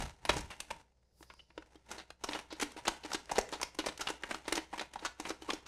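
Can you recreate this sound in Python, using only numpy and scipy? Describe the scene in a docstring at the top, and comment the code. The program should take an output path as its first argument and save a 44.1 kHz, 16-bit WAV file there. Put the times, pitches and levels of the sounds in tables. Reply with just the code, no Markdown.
"""Vegetable chopper in a small kitchen

A hollow plastic hand chopper is set down, slid to hand and pumped close to the microphone.
Each stroke is a run of chattering clacks that ring shell, head and blades and boom in the cup,
over the gritty scrape of the plunger; twice the palm lands with a thump. A short room tail
answers, and mains hum, faint hiss and a few low counter bumps lie underneath."""
import sys
import numpy as np
from scipy import signal
from scipy.fft import rfft, irfft
from scipy.io import wavfile
from scipy.ndimage import uniform_filter1d

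SR = 44100
rng = np.random.default_rng(int(sys.argv[2]) if len(sys.argv) > 2 else 0)


def transcribe(u):
    """Save the signal u as a 16-bit wav file named by the first command-line argument.

    u: samples, shape (n,) or (channels, n), limited to [-1, 1]; the rate is SR.
    q: integer samples, one column per channel.
    """
    v = np.clip(np.atleast_2d(u).T, -1, 1)
    q = np.round(v * 32767).astype(np.int16)
    wavfile.write(sys.argv[1], SR, q)


N = 250047

# colour of the noise floor: (frequency [Hz], relative level [dB])
HISS_SPECTRUM = [(50, -11), (170, -11.5), (280, -26.5), (500, -18), (2000, -51.5), (5000, -35),
                 (15500, -56)]
# low bumps on the counter: (time [s], hold [s], level [dB])
COUNTER_BUMPS = [(0, 0.01, -40), (.3, 0.075, -41), (.72, 0.016, -63)]
# decay of the kitchen: (frequency [Hz], t60 [s])
ROOM_DECAY = [(300, 0.33), (2000, 0.38), (10000, 0.28)]
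# bright onset of the slide: (time [s], hold [s], level [dB])
SWISH_SWELL = [(1.21, 0.011, -57)]
# narrow-band tail of the slide: (time [s], hold [s], level [dB])
SLIDE_SWELL = [(1.3, 0.098, -69.5)]
# friction resonances of the slide: (frequency [Hz], width [Hz], level [dB])
SLIDE_MODES = [(4920, 630, 4), (9200, 940, -16)]
# plastic shell: (frequency [Hz], width [Hz], level [dB])
SHELL_MODES = [(1430, 260, -4), (2030, 1370, 0), (2822, 125, -3.5), (3840, 1640, -7)]
# snap of the blades: (frequency [Hz], width [Hz], level [dB])
BLADE_MODES = [(6000, 2060, 10), (8350, 2030, 5), (10200, 6700, -3)]
# boom of the cup's air and wall: (frequency [Hz], width [Hz], level [dB])
CUP_MODES = [(316, 24.8, 10), (401, 100, 1)]
# hollow knock of the plunger head: (frequency [Hz], width [Hz], level [dB])
HEAD_MODES = [(544, 200, -2), (937, 170, 18.5)]
# one rub inside the cup for each movement: (time [s], hold [s], level [dB])
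PLUNGER_RUBS = [(0, 0.002, -35.5), (.31, 0.066, -42.5), (.5, 0.3, -63.5), (1.67, 0.056, -67.5),
                (1.93, 0.008, -46.5), (2.3, 0.051, -46), (2.59, 0.12, -59), (2.88, 0.068, -53.5),
                (3.12, 0.024, -48.5), (3.36, 0.02, -45), (3.53, 0.017, -55), (3.62, 0.012, -52.5),
                (3.86, 0.0047, -48), (4.07, 0.04, -50.5), (4.32, 0.003, -43), (4.55, 0.0053, -43),
                (4.79, 0.014, -48.5), (5.04, 0.0057, -50), (5.27, 0.0024, -47.5), (5.51, 0.0017, -44.5)]
# palm blows as the plunger bottoms out: (time [s], level [dB], pitch [Hz])
PALM_BLOWS = [(3.382, -17.5, 443), (3.868, -24, 587)]
# hits inside the chopper: (time [s], level [dB], cup boom trim [dB], head knock trim [dB],
# blade snap trim [dB], chatter t60 [s])
CLACK_HITS = [(0.251, -23.5, -12, -8, -8, 0.038), (0.291, -13, -22, -3.5, -14, 0.05),
              (0.364, -27, 2, -10, -9.5, 0.089), (0.404, -37, -21, -19, 3, 0.034),
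              (0.502, -35.5, -36, -30, -14.5, 0.12), (0.602, -22, -44, -56, 2, 0.028),
              (0.703, -28.5, -40, 3, -9, 0.068), (1.207, -44.5, 21, 17, -28, 0.0084),
              (1.226, -39, -55, -27, -17.5, 0.033), (1.3, -40.5, -12, -36, -50, 0.04),
              (1.337, -42.5, -33, 6, -1, 0.017), (1.392, -45.5, -32, -14, -26, 0.041),
              (1.502, -45.5, -8, -11, -38, 0.035), (1.577, -31, 2.5, -2, -27, 0.023),
              (1.623, -43, -7, -20, -26, 0.026), (1.754, -42, 3, -14, -18, 0.046),
              (1.913, -29, -17.5, -19, -14, 0.039), (1.979, -32.5, 0, -31, -16.5, 0.13),
              (2.103, -36, -55, -43, -20.5, 0.019), (2.237, -23.5, -43, 0.5, -9.5, 0.053),
              (2.287, -25.5, -2, -7, -22, 0.027), (2.331, -27, -33, -15, -13, 0.047),
              (2.348, -24, -8, -15, -24, 0.083), (2.388, -32, -46, -25, -14, 0.042),
              (2.502, -34, -21, -8, -30, 0.21), (2.525, -31, 9, -24, -11, 0.039),
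              (2.598, -26, -37, -29, -13, 0.025), (2.608, -22.5, -30, -9, -5, 0.1),
              (2.624, -21, -2, -26, -15.5, 0.043), (2.718, -36.5, -29, -20, -1, 0.019),
              (2.763, -36, -4.5, -9, -15, 0.17), (2.851, -30.5, -29, -20, -11, 0.087),
              (2.868, -24, -1.5, 2.5, -21, 0.092), (2.879, -13, -6.5, -8, -12.5, 0.033),
              (3.033, -36, -23, -6.5, -16, 0.047), (3.047, -33, 4.5, -12, -12, 0.072),
              (3.117, -26, -44, -39, -27, 0.016), (3.13, -23.5, -22, 13, 7, 0.057),
              (3.145, -21.5, -19, -22, -20, 0.034), (3.256, -38.5, -30, -20, -2, 0.015),
              (3.292, -30, -30, -8, -19, 0.094), (3.313, -22, -17, 6.5, -2.5, 0.051),
              (3.358, -27.5, -24, 0, -25, 0.0094), (3.363, -26, -33, -37, -20, 0.13),
              (3.381, -14.5, -33, -5.5, -8.5, 0.041), (3.412, -26, -27, -18, 13, 0.017),
              (3.489, -37, -25, -31, -6, 0.019), (3.518, -36.5, -23, -15, 2, 0.015),
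              (3.524, -28.5, -9, -5.5, -19.5, 0.11), (3.598, -34.5, -32, -2, -41, 0.042),
              (3.614, -22.5, -46, 1, -4, 0.029), (3.628, -17, -40, -4.5, -10, 0.031),
              (3.745, -37.5, 2, -3, 1, 0.032), (3.787, -19.5, -5, -11, -18, 0.059),
              (3.84, -33, -33, -1, -37, 0.042), (3.859, -22.5, -10.5, -19, -10.5, 0.095),
              (3.885, -27.5, -5, -5, -11, 0.037), (3.975, -31.5, -49, -24, 12, 0.028),
              (3.993, -34.5, -10, -15, -19, 0.12), (4.008, -25.5, -29, -31, -16, 0.051),
              (4.07, -20.5, -51, -48, -23.5, 0.035), (4.085, -25, -12, -6, -9, 0.059),
              (4.1, -24.5, 0.5, 3.5, -10.5, 0.042), (4.234, -23.5, -1.5, -35, -14.5, 0.031),
              (4.309, -22, -7, -45, -13.5, 0.033), (4.343, -24.5, -6, -34, -18, 0.025),
              (4.452, -40, -26, -18, -26, 0.079), (4.478, -24.5, -2.5, -14, -12, 0.051),
              (4.523, -15.5, -1.5, -17, -10, 0.035), (4.552, -22, -14, -16, -11, 0.049),
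              (4.567, -26.5, -20, -14, -15, 0.044), (4.576, -22.5, 1.5, -24, -19, 0.053),
              (4.728, -29, -7, -1.5, -17, 0.082), (4.778, -30.5, -30, -14, -22, 0.039),
              (4.794, -24.5, -20, -24, -14, 0.032), (4.809, -28.5, 0, -5, -15, 0.057),
              (4.935, -37, -12, -34, -5, 0.033), (4.956, -27.5, -18, 2.5, -27, 0.036),
              (4.99, -36.5, -33, -18, -24, 0.036), (5.023, -38, -4, -5, -32, 0.09),
              (5.048, -23, -32, -22, -21.5, 0.036), (5.059, -24.5, -22, -27, -18, 0.055),
              (5.197, -27, -1, -5, -9, 0.069), (5.251, -27.5, 2, -14, -15.5, 0.062),
              (5.288, -28, -12, -29, -13, 0.096), (5.303, -25.5, -3.5, -37, -26, 0.038),
              (5.42, -35.5, 6, -12, -12.5, 0.04), (5.487, -26, 4, 1, -20, 0.072),
              (5.502, -22, -46, -39, -19, 0.025), (5.532, -25, 2.5, -32, -12, 0.03),
              (5.657, -31.5, -30, -30, -20, 0.46)]
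# treble roll-off of the microphone: (frequency [Hz], gain [dB])
MIC_RESPONSE = [(7000, 0.5), (11000, -4.5), (14000, -14)]


def gain_of(db):
    return 10 ** (np.asarray(db) / 20)


def unit_rms(x):
    return x / np.sqrt(np.mean(x ** 2) + 1e-20)


def unit_peak(x):
    return x / (abs(x).max() + 1e-20)


def unit_energy(x):
    return x / np.linalg.norm(x)


def curve_at(points, hz):
    """Reads a curve on a log-frequency axis."""
    point_hz, value = np.transpose(points)
    return np.interp(np.log(hz + 1), np.log(point_hz + 1), value)


def equalise(x, curve):
    """Colours a full-length track with a (frequency [Hz], gain [dB]) curve."""
    return irfft(rfft(x) * gain_of(curve_at(curve, np.fft.rfftfreq(N, 1 / SR))), N)


def add(mix, start_s, sound):
    part = mix[round(start_s * SR):][:len(sound)]
    part += sound[:len(part)]


def swells(rows, rise_db_per_s, fall_db_per_s, rest_db=-np.inf):
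    """Envelope on a resting level: each swell climbs until its time, holds, then falls."""
    t, envelope = np.arange(N) / SR, np.full(N, gain_of(rest_db))
    for time_s, hold_s, db in rows:
        before, after = np.maximum(time_s - t, 0), np.maximum(t - time_s - hold_s, 0)
        envelope += gain_of(db - rise_db_per_s * before - fall_db_per_s * after)
    return envelope


def ring(modes, detune=1, lift_db=0):
    """Damped modes answering a tap; a mode's level sets the height of its resonance."""
    hz, width, db = np.transpose(modes)[:, :, None]
    t = np.arange(4096) / SR
    decay = gain_of(db + lift_db) * width * np.exp(-np.pi * width * t)
    return (decay * np.sin(2 * np.pi * hz * detune * t)).sum(0)


def chatter(count, spread_db):
    """Tiny contacts of random sign, a few of them large."""
    return rng.standard_normal(count) * gain_of(spread_db * np.minimum(rng.exponential(1, count), 5))


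def spurts(count, depth_db, smooth_samples):
    """A wandering gain that breaks a texture into clumps."""
    return gain_of(depth_db * unit_rms(uniform_filter1d(rng.standard_normal(count), smooth_samples)))


def mains_hum(hz=62, rms_db=-68):
    """One steady low sine."""
    return np.sqrt(2) * gain_of(rms_db) * np.sin(2 * np.pi * hz * np.arange(N) / SR)


def hiss(level_db=-75):
    """A steady noise bed, levelled by its part above 200 Hz."""
    noise = equalise(rng.standard_normal(N), HISS_SPECTRUM)
    upper = signal.sosfilt(signal.butter(4, 200, "high", fs=SR, output="sos"), noise)
    return gain_of(level_db) * noise / upper.std()


def counter_bumps():
    """Bumps on the counter reach the microphone as short swells of rumble."""
    rumble = equalise(rng.standard_normal(N), [(12, -21.5), (40, -5), (70, -7), (210, -18), (500, -60.5)])
    return swells(COUNTER_BUMPS, rise_db_per_s=347, fall_db_per_s=163, rest_db=-84) * unit_rms(rumble)


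def kitchen_reverb(x):
    """Sparse reflections of random sign, each band dying at its own speed."""
    taps = np.zeros(SR // 2)
    slots = np.arange(150, len(taps) - 12, 12)
    taps[slots + rng.integers(0, 12, len(slots))] = rng.choice([-1., 1.], len(slots))
    hz, t, spectrum = signal.stft(taps, SR, nperseg=256)
    decay = gain_of(-60 * t / curve_at(ROOM_DECAY, hz)[:, None])
    tail = signal.istft(spectrum * decay, SR, nperseg=256)[1]
    return signal.fftconvolve(x, unit_energy(tail))[:N]


def low_thud(chopper):
    """Sub-bass drawn from the chopper's envelope trails every burst of work."""
    return signal.sosfilt(signal.butter(2, [20, 60], "band", fs=SR, output="sos"), abs(chopper))


def slide():
    """Soft friction as the chopper is slid to hand: a bright swish, then two narrower bands."""
    bright = unit_rms(np.diff(rng.standard_normal(N + 2), 2))
    resonant = signal.oaconvolve(rng.standard_normal(N + 1), ring(SLIDE_MODES))[:N + 1]
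    swish = swells(SWISH_SWELL, rise_db_per_s=200, fall_db_per_s=200) * bright
    tail = swells(SLIDE_SWELL, rise_db_per_s=61, fall_db_per_s=61) * unit_rms(np.diff(resonant))
    return swish + tail


def plunger_scrape():
    """Plunger and cut pieces rub in the cup: clumps of dense grit ring every part."""
    body = (ring(SHELL_MODES) + gain_of(-10) * ring(HEAD_MODES)
            + gain_of(-17) * ring(BLADE_MODES) + gain_of(-2.5) * ring(CUP_MODES))
    grit = spurts(N, depth_db=3.7, smooth_samples=300) * chatter(N, spread_db=4.1)
    envelope = swells(PLUNGER_RUBS, rise_db_per_s=249.5, fall_db_per_s=227, rest_db=-78)
    return envelope * unit_rms(signal.oaconvolve(grit, body)[:N])


def palm_thumps():
    """Each blow is a couple of heavily damped swings of the whole body."""
    out, t = np.zeros(N), np.arange(1024) / SR
    for time_s, db, hz in PALM_BLOWS:
        cycles = hz * t
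        swing = cycles * np.exp(-1.8 * cycles) * np.sin(2 * np.pi * cycles)
        add(out, time_s, gain_of(db) * unit_peak(swing))
    return out


def clacks():
    """Each clack is a dying chatter that rings shell, head and blades, plus a shove that booms the cup."""
    out, t = np.zeros(N), np.arange(3072) / SR
    shove = unit_energy(np.gradient(np.exp(-((t - 0.0015) / 0.00038) ** 2)))
    soft_plastic = signal.butter(2, 5500, fs=SR, output="sos")  # swallows the top end
    for time_s, db, boom_db, knock_db, snap_db, t60 in CLACK_HITS:
        cup_detune = 1 + 0.031 * rng.standard_normal((len(CUP_MODES), 1))  # pieces shift inside
        boom = gain_of(boom_db) * signal.fftconvolve(shove, ring(CUP_MODES, cup_detune))

        attack_s = 0.001 + 0.033 * t60  # long grinding contacts start more softly
        envelope = (1 - np.exp(-t / attack_s)) * gain_of(-60 * t / t60)
        envelope *= spurts(len(t), depth_db=2.72, smooth_samples=90)  # loose parts rattle

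        grip = 1 + 0.058 * rng.standard_normal((len(SHELL_MODES), 1))  # the hand detunes the modes
        spot_db = 8.9 * rng.standard_normal((len(SHELL_MODES), 1))  # each spot favours other modes
        shell_ring = signal.sosfilt(soft_plastic, ring(SHELL_MODES, grip, spot_db))
        head_ring = ring(HEAD_MODES, grip[:len(HEAD_MODES)], spot_db[:len(HEAD_MODES)] / 2)
        blade_ring = ring(BLADE_MODES, grip[:len(BLADE_MODES)], spot_db[:len(BLADE_MODES)] / 2)

        contacts = envelope * chatter(len(t), spread_db=3.06)
        blade_contacts = envelope ** 1.3 * chatter(len(t), spread_db=2.8)
        shell = signal.fftconvolve(unit_energy(contacts), shell_ring)
        knock = gain_of(knock_db) * signal.fftconvolve(unit_energy(envelope * contacts), head_ring)
        snap = gain_of(snap_db) * signal.fftconvolve(unit_energy(blade_contacts), blade_ring)
        add(out, time_s, gain_of(db) * unit_peak(shell + knock + snap + boom))
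    return out


def scene():
    """Mono mix: the chopper up front, with room tail and sub-bass, over the quiet bed."""
    low_cut = signal.butter(2, 240, "high", fs=SR, output="sos")  # a small object radiates little bass
    chopper = signal.sosfilt(low_cut, clacks() + palm_thumps() + plunger_scrape() + slide())
    room = gain_of(-12.5) * kitchen_reverb(chopper)
    thud = gain_of(-13.5) * low_thud(chopper)
    bed = counter_bumps() + hiss() + mains_hum()
    return (chopper + room + thud + bed)[None]


def record(dry):
    """A noise suppressor ducks quiet stretches, the microphone dulls the treble, a steep cut tops it."""
    threshold_db, max_duck_db, high_cut_hz = -54, 8, 15600
    power_db = 10 * np.log10(abs(uniform_filter1d(dry ** 2, 2500)) + 1e-12)
    duck_db = np.clip(0.65 * (power_db - threshold_db), -max_duck_db, 0)
    ducked = dry * gain_of(uniform_filter1d(duck_db, 1200))
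    high_cut = signal.firwin(511, high_cut_hz, window=("kaiser", 9), fs=SR)
    return signal.oaconvolve(equalise(ducked, MIC_RESPONSE), high_cut[None], "same")


dry = scene()
out = record(dry)
transcribe(out)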